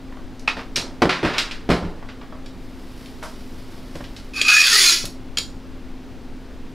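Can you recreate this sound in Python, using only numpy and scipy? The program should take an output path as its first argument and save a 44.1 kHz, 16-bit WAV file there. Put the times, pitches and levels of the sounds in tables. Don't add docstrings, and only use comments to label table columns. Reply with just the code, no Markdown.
import sys
import numpy as np
from scipy import signal
from scipy.fft import rfft, irfft
from scipy.io import wavfile
from scipy.ndimage import uniform_filter1d

SR = 44100
rng = np.random.default_rng(int(sys.argv[2]) if len(sys.argv) > 2 else 0)


def master_out(mix):
    frames = np.transpose(np.atleast_2d(mix))
    ceiling = np.clip(frames, -1, 1)
    pcm = np.round(ceiling * 32767).astype(np.int16)
    wavfile.write(sys.argv[1], SR, pcm)


N = 297234
TIME = np.arange(N) / SR

# (per Hz, relative)
METAL_SPECTRUM = [(100, 13), (2500, 2.5), (5000, 1.5), (6600, -6.5), (10000, -8), (14500, -11),
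                  (16000, -21)]
# freq_hz, width_hz, level_db (relative)
JAW_MODES = [(2480, 73, 7), (2552, 40, 5.5)]


def amp(db):
    return 10 ** (np.asarray(db) / 20)


def unit(x):
    return x / np.sqrt(np.mean(x ** 2) + 1e-20)


def read(points, hz):
    freq_hz, value = np.transpose(points)
    return np.interp(np.log(hz + 1), np.log(freq_hz), value)


def add(mix, start_s, sound):
    part = mix[round(start_s * SR):][:len(sound)]
    part += sound[:len(part)]


def colour(x, spectrum):
    hz = abs(np.fft.fftfreq(4096, 1 / SR))
    log_gain = np.log(amp(read(spectrum, hz)))
    response = np.exp(np.conj(signal.hilbert(log_gain)))
    impulse = np.fft.ifft(response).real[:len(hz) // 2]
    return signal.fftconvolve(x, impulse)[:len(x)]


def edge(x, hz, kind, order):
    return signal.sosfilt(signal.butter(order, hz, kind, fs=SR, output="sos"), x)


def band(x, low_hz, high_hz, low_pass_order=2):
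    return edge(edge(x, low_hz, "high", order=2), high_hz, "low", order=low_pass_order)


def ring(x, modes):
    out = np.zeros(len(x))
    for hz, width_hz, db in modes:
        r = np.exp(-np.pi * width_hz / SR)
        poles = [1, -2 * r * np.cos(2 * np.pi * hz / SR), r * r]
        out += amp(db) * signal.lfilter([1 - r, 0, r - 1], poles, x)
    return out


def strike(modes):
    return unit(ring(signal.unit_impulse(SR // 2), modes))


def glide(x, hz, width_hz):
    turn = np.exp(2j * np.pi * np.cumsum(hz) / SR)
    r = np.exp(-np.pi * width_hz / SR)
    return (turn * signal.lfilter([1], [1, -2 * r, r * r], x / turn)).real


def chatter(decay_s, spiky):
    t = TIME[:SR // 2]
    sign, size = rng.standard_normal((2, len(t)))
    clumps = unit(uniform_filter1d(size, size=56))
    return sign * np.exp(spiky * clumps - t / decay_s)


def blow(x, db):
    return amp(db) * x * np.sqrt(.025 * SR / np.sum(x ** 2))


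def workshop(x, gap_s=0.0034):
    # freq_hz, t60_s
    room_t60 = [(100, 0.21), (500, 0.36), (2500, 0.19), (5000, 0.28), (8000, 0.28), (15000, 0.23)]
    hz, t, z = signal.stft(rng.standard_normal(SR), SR, nperseg=256)
    tail = signal.istft(z * amp(-60 * t / read(room_t60, hz)[:, None]), SR)[1]
    tail = tail * np.clip(TIME[:len(tail)] / gap_s - 1, 0, 1)
    return signal.fftconvolve(x, tail / np.linalg.norm(tail))[:N]


def background(rush_db=-35, waver=0.21, drift_hz=1.23, draught_db=-47, hiss_db=-65):
    # (per Hz, relative)
    air_spectrum = [(8, -8.5), (17, 5.5), (22, -1.5), (31, -6.5), (75, -14), (150, -19), (200, -16),
                    (250, -17.5), (350, -18.5), (600, -27), (1000, -31), (2000, -36), (4800, -42.5),
                    (7000, -50.5), (15000, -63.5)]
    # pitch_hz, level_db
    hum_tones = [(260, -44.5), (241.3, -51), (318.6, -57), (113.5, -55)]
    hz = np.fft.rfftfreq(N, 1 / SR)
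    air_gain = amp(read(air_spectrum, hz))
    rush, side = (unit(irfft(rfft(z) * air_gain, N)) for z in rng.standard_normal((2, N)))
    mid = amp(rush_db) * rush
    slow = 1 / (1 + (hz / 3) ** 4)
    for tone_hz, db in hum_tones:
        swell, drift = (unit(irfft(rfft(z) * slow, N)) for z in rng.standard_normal((2, N)))
        turns = np.cumsum(tone_hz + drift_hz * drift) / SR
        mid = mid + amp(db) * np.sqrt(2) * (1 + waver * swell) * np.sin(2 * np.pi * turns)
    draught = amp(draught_db) * unit(edge(side, 6.1, "low", order=1))
    hiss = amp(hiss_db) * rng.standard_normal((2, N))
    return mid * amp([[.4], [-.4]]) + np.array([[1], [-1]]) * draught + hiss


def rustle(low_hz=1300, clumping=0.3, level_db=-54):
    start_s, end_s, attack_s, release_s = 2.37, 4.88, 0.62, 0.97
    grains, clumps = rng.standard_normal((2, N))
    grains = grains * np.exp(clumping * unit(uniform_filter1d(clumps, size=250)))
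    rise, fade = (TIME - start_s) / attack_s, (end_s - TIME) / release_s
    envelope = np.clip(np.minimum(rise, fade), 0, 1)
    rubbing = unit(edge(colour(grains, METAL_SPECTRUM), low_hz, "high", order=1))
    return amp(level_db) * envelope * rubbing


def taps(spread=1.4):
    # start_s, level_db, centre_hz, chatter_decay_s
    tap_events = [(.124, -47, 1080, 0.0051), (.171, -45.5, 740, 0.0025), (0.395, -50, 5600, 0.004),
                  (2.026, -43.5, 805, .0072), (2.087, -41, 1970, 0.014), (2.213, -43.5, 1330, 0.017),
                  (2.324, -42, 750, 0.0071), (2.46, -47, 3950, .0055), (3.059, -48.5, 4330, .003),
                  (3.226, -34, 1010, 0.02), (3.229, -42.5, 7300, .035), (3.953, -49, 1500, 0.0043),
                  (3.955, -49.5, 6960, 0.027), (4.005, -49, 1200, .003), (4.041, -43, 2850, 0.013),
                  (4.164, -42.5, 4170, .011)]
    out = np.zeros(N)
    for start_s, db, hz, decay_s in tap_events:
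        contact = colour(chatter(decay_s, spiky=0.23), METAL_SPECTRUM)
        add(out, start_s, blow(band(contact, hz / spread, hz * spread), db))
    return out


def clinks(thud_db=-15, grip_damping=1.2, spread=1.79, sympathy_db=-27):
    # start_s, level_db, centre_hz, chatter_decay_s, ringing_part, ring_db (re crack)
    clink_events = [(.4755, -20.5, 1980, .02, "jaw", -10), (0.479, -17, 1250, 0.0015, "jaw", 7.5),
                    (.591, -35.5, 1160, 0.0092, "jaw", -23), (0.7584, -19.5, 4060, 0.025, "bar", -5),
                    (1.093, -12.5, 1800, 0.028, "jaw", -10), (1.127, -21.5, 1680, 0.047, "jaw", -21),
                    (1.250, -21.5, 1570, .087, "jaw", -7), (1.336, -24, 1630, 0.096, "latch", -25),
                    (1.381, -18, 3120, 0.023, "latch", -13), (1.51, -31.5, 2760, 0.025, "jaw", -6),
                    (4.413, -18, 4500, .0068, "jaw", 11), (4.414, -17, 4600, 0.0084, "latch", 3),
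                    (5.054, -32.5, 7500, .0044, "latch", -11), (5.372, -23, 3430, 0.0048, "latch", 3.5),
                    (5.3835, -22, 5270, 0.0047, "latch", 1.5)]
    # freq_hz, width_hz, level_db (relative)
    bar_modes = [(3480, 20, -15), (4140, 13, 3), (4760, 18, 0), (5211, 15, -3), (5620, 35, 4),
                 (6340, 21, -4), (7000, 11, -9)]
    # freq_hz, width_hz, level_db (relative)
    latch_modes = [(3245, 50, 11.5), (3540, 81, 2), (4370, 240, 4.5), (4700, 220, 1), (4670, 74, -1),
                   (6950, 95, 6), (8090, 90, -5.5)]
    held_jaw = [(hz, width_hz * grip_damping, db) for hz, width_hz, db in JAW_MODES]
    parts = {"jaw": strike(held_jaw), "bar": strike(bar_modes), "latch": strike(latch_modes)}
    whole_clamp = unit(sum(parts.values()))
    out = np.zeros(N)
    for start_s, db, hz, decay_s, part, ring_db in clink_events:
        contact = colour(chatter(decay_s, spiky=0.11), METAL_SPECTRUM)
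        crack = unit(band(contact, hz / spread, hz * spread))
        thud = unit(band(contact, 245, 910))
        rings = amp(ring_db) * parts[part] + amp(sympathy_db) * whole_clamp
        fill = 1 - np.exp(-TIME[:len(crack)] / 0.00068)
        add(out, start_s, blow(fill * (crack + rings + amp(thud_db) * thud), db))
    return out


def knocks(ring_db=-2):
    # start_s, level_db, low_edge_hz, high_edge_hz, rattle_decay_s
    knock_events = [(.568, -30.5, 253, 1770, 0.041), (0.773, -28, 151, 925, 0.077),
                    (1.019, -8, 250, 960, 0.01), (1.027, -6, 200, 790, 0.011),
                    (1.054, -10.5, 159, 580, 0.0043), (1.229, -18.5, 170, 450, 0.018),
                    (1.244, -21, 129, 880, 0.016), (1.261, -24.5, 162, 1500, 0.072),
                    (1.690, -19, 40.4, 714, 0.0073), (1.700, -8.5, 45.3, 1710, 0.031),
                    (1.826, -23.5, 36, 356, 0.069), (3.953, -32.5, 70, 696, 0.008),
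                    (4.005, -36.5, 60, 700, 0.0072), (5.04, -32.5, 126, 590, 0.0049)]
    # freq_hz, width_hz, level_db (relative)
    bench_modes = [(62, 20, 8), (127.6, 16, 6), (175.4, 4, 4.5), (225, 38, 6), (353.7, 34, 4.5),
                   (377, 32, -0.5), (421, 41, -8), (510, 68, 1), (674, 22, -7), (914, 11, -4),
                   (1455, 15, 3.5), (1845, 70, -6)]
    out = np.zeros(N)
    bench = strike(bench_modes)
    for start_s, db, low_hz, high_hz, decay_s in knock_events:
        rattle = colour(chatter(decay_s, spiky=0.29), METAL_SPECTRUM)
        rattle = unit(band(rattle, low_hz, high_hz, low_pass_order=1))
        body = unit(band(bench, low_hz, high_hz, low_pass_order=1))
        onset = 1 - np.exp(-TIME[:len(body)] / 0.0011)
        impact = edge(rattle + amp(ring_db) * body, 11000, "low", order=1)
        add(out, start_s, blow(onset * impact, db))
    return out


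def wandering(x, modes, wander_db=4):
    swells = rng.standard_normal((len(modes), N))
    swells = uniform_filter1d(uniform_filter1d(swells, size=1500), size=1000)
    return sum(ring(x * amp(wander_db * unit(swell)[:len(x)]), [mode]) for mode, swell in zip(modes, swells))


def push(t, start_s, let_go_s, db, attack_s, held_db_per_s, coast_db_per_s=233):
    held_s = np.clip(t, start_s, let_go_s) - start_s
    coasting_s = np.maximum(t - let_go_s, 0)
    build = np.clip((t - start_s) / attack_s, 0, 1)
    return build * amp(db + held_db_per_s * held_s - coast_db_per_s * coasting_s)


def whine(x, travel, start_hz, octaves, db, antinode, width_hz):
    antinode_spacing = 0.79
    radiates_above_hz = 1320
    pitch_hz = start_hz * 2 ** (octaves * travel)
    coupling = np.cos(np.pi * (travel - antinode) / antinode_spacing) ** 2
    radiation = np.minimum(pitch_hz / radiates_above_hz, 1) ** 3
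    return amp(db) * coupling * radiation * unit(glide(x, pitch_hz, width_hz))


def squealing(slip, travel, start_db=0, free_at_travel=0.32, fade_db_per_travel=56, free_db=-20):
    faded_db = start_db - fade_db_per_travel * np.maximum(travel - free_at_travel, 0)
    squeal = unit(ring(ring(slip, JAW_MODES), JAW_MODES))
    swing = np.sqrt(abs(signal.hilbert(squeal)) ** 2 + .5)
    return amp(np.maximum(faded_db, free_db)) * unit(squeal / swing)


def slide(ring_db=2, whine_width_hz=100, groan_db=-26, groan_width_hz=45, echo=0.64, judder_db=1.68, spiky=0.37):
    # start_s, let_go_s, friction_db, attack_s, held_change_db_per_s
    pushes = [(4.334, 4.392, -37.5, 0.0027, 242), (4.447, 4.48, -21.5, 0.0057, -8),
              (4.48, 4.919, -5.5, 0.0051, -15)]
    # start_s, end_s
    travel_s = (4.41, 4.94)
    # (per Hz, relative)
    grit_spectrum = [(100, -55), (400, -30), (900, -23), (1300, -4), (2800, -2.5), (5000, 4), (6000, -7.5),
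                     (8700, -20), (11000, -12), (12800, -43), (15000, -30), (15500, -38)]
    # freq_hz, width_hz, level_db (relative)
    rubbed_modes = [(1286, 41, -8), (3280, 34, 3), (3485, 105, 2), (4240, 120, 2.5), (4596, 130, 5.5),
                    (5020, 240, 0.5), (5580, 120, 6), (6400, 170, 1), (6820, 60, 2), (7550, 48, -15),
                    (8050, 25, -1.5), (9200, 100, -5.5), (10200, 29, -1.5), (9740, 37, -5),
                    (11100, 32, -23), (11170, 25, -38), (14000, 130, -25), (15300, 82, -47)]
    # start_hz, octaves (over the travel), level_db, antinode (travel 0-1)
    whine_modes = [(1209, .89, -11, 0.02), (1548, .7, -10.5, 0.23), (1790, -1.49, -20, 0.09),
                   (2376, -1.2, -14, 0.49)]
    stop_s = 5.105
    echo_start_ms, echo_end_ms = 1.266, 2.965

    t = np.arange(pushes[0][0], stop_s, 1 / SR)
    friction = sum(push(t, *row) for row in pushes)
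    travel = np.sin(np.pi / 2 * np.interp(t, travel_s, [0, 1])) ** 2
    echo_ms = echo_start_ms * (echo_end_ms / echo_start_ms) ** travel
    grit, size, judder, slip, catch = rng.standard_normal((5, len(t)))
    grip = amp(judder_db * unit(uniform_filter1d(judder, size=300)))
    grit = grit * np.exp(spiky * unit(uniform_filter1d(size, size=20)))
    rub = unit(colour(grit, grit_spectrum)) + amp(ring_db) * unit(wandering(catch, rubbed_modes))
    treble_gain = 0.42875 + (1.3375 - 0.42875) * travel
    dull = edge(rub, 2400, "low", order=1)
    rub = dull + treble_gain * (rub - dull)
    wave = rub
    for _ in range(2):
        wave = echo * np.interp(t - echo_ms / 1000, t, uniform_filter1d(wave, size=11))
        rub = rub + wave
    rub = unit(rub) + sum(whine(slip, travel, *row, whine_width_hz) for row in whine_modes)
    growth = (echo_ms / echo_ms.max()) ** 3
    groan = unit(glide(catch, 1000 / echo_ms, groan_width_hz)) * growth
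    rub = rub + amp(groan_db) * groan
    out = np.zeros(N)
    add(out, t[0], grip * friction * (rub + squealing(slip, travel)))
    return out


def scene(tap_wet_db=-2, clink_wet_db=-6, knock_wet_db=-7, slide_wet_db=-8, side_db=-23):
    sources = [(taps() + rustle(), tap_wet_db), (clinks(), clink_wet_db),
               (knocks(), knock_wet_db), (slide(), slide_wet_db)]
    mid = sum(x + amp(wet_db) * workshop(x) for x, wet_db in sources)
    side = amp(side_db) * edge(workshop(sum(x for x, _ in sources)), 2200, "high", order=1)
    return background() + mid * amp([[-.3], [.3]]) + np.array([[1], [-1]]) * side


def record(dry, threshold_db=-13, squeeze=0.71, level_fall_db_per_s=55, ceiling=.88, cutoff_hz=15700):
    power = uniform_filter1d((dry ** 2).mean(0), size=300)
    power_db = 10 * np.log10(abs(power) + 1e-12)
    fall_db = TIME * level_fall_db_per_s
    held_db = np.maximum.accumulate(power_db + fall_db) - fall_db
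    over_db = np.maximum(held_db - threshold_db, 0)
    ducked = dry / amp(squeeze * uniform_filter1d(over_db, size=100))
    rounded = ducked / (1 + (ducked / ceiling) ** 6) ** (1 / 6)
    low_pass = signal.firwin(511, cutoff_hz, window=("kaiser", 9), fs=SR)
    return signal.oaconvolve(rounded, low_pass[None], "same")


dry = scene()
out = record(dry)
master_out(out)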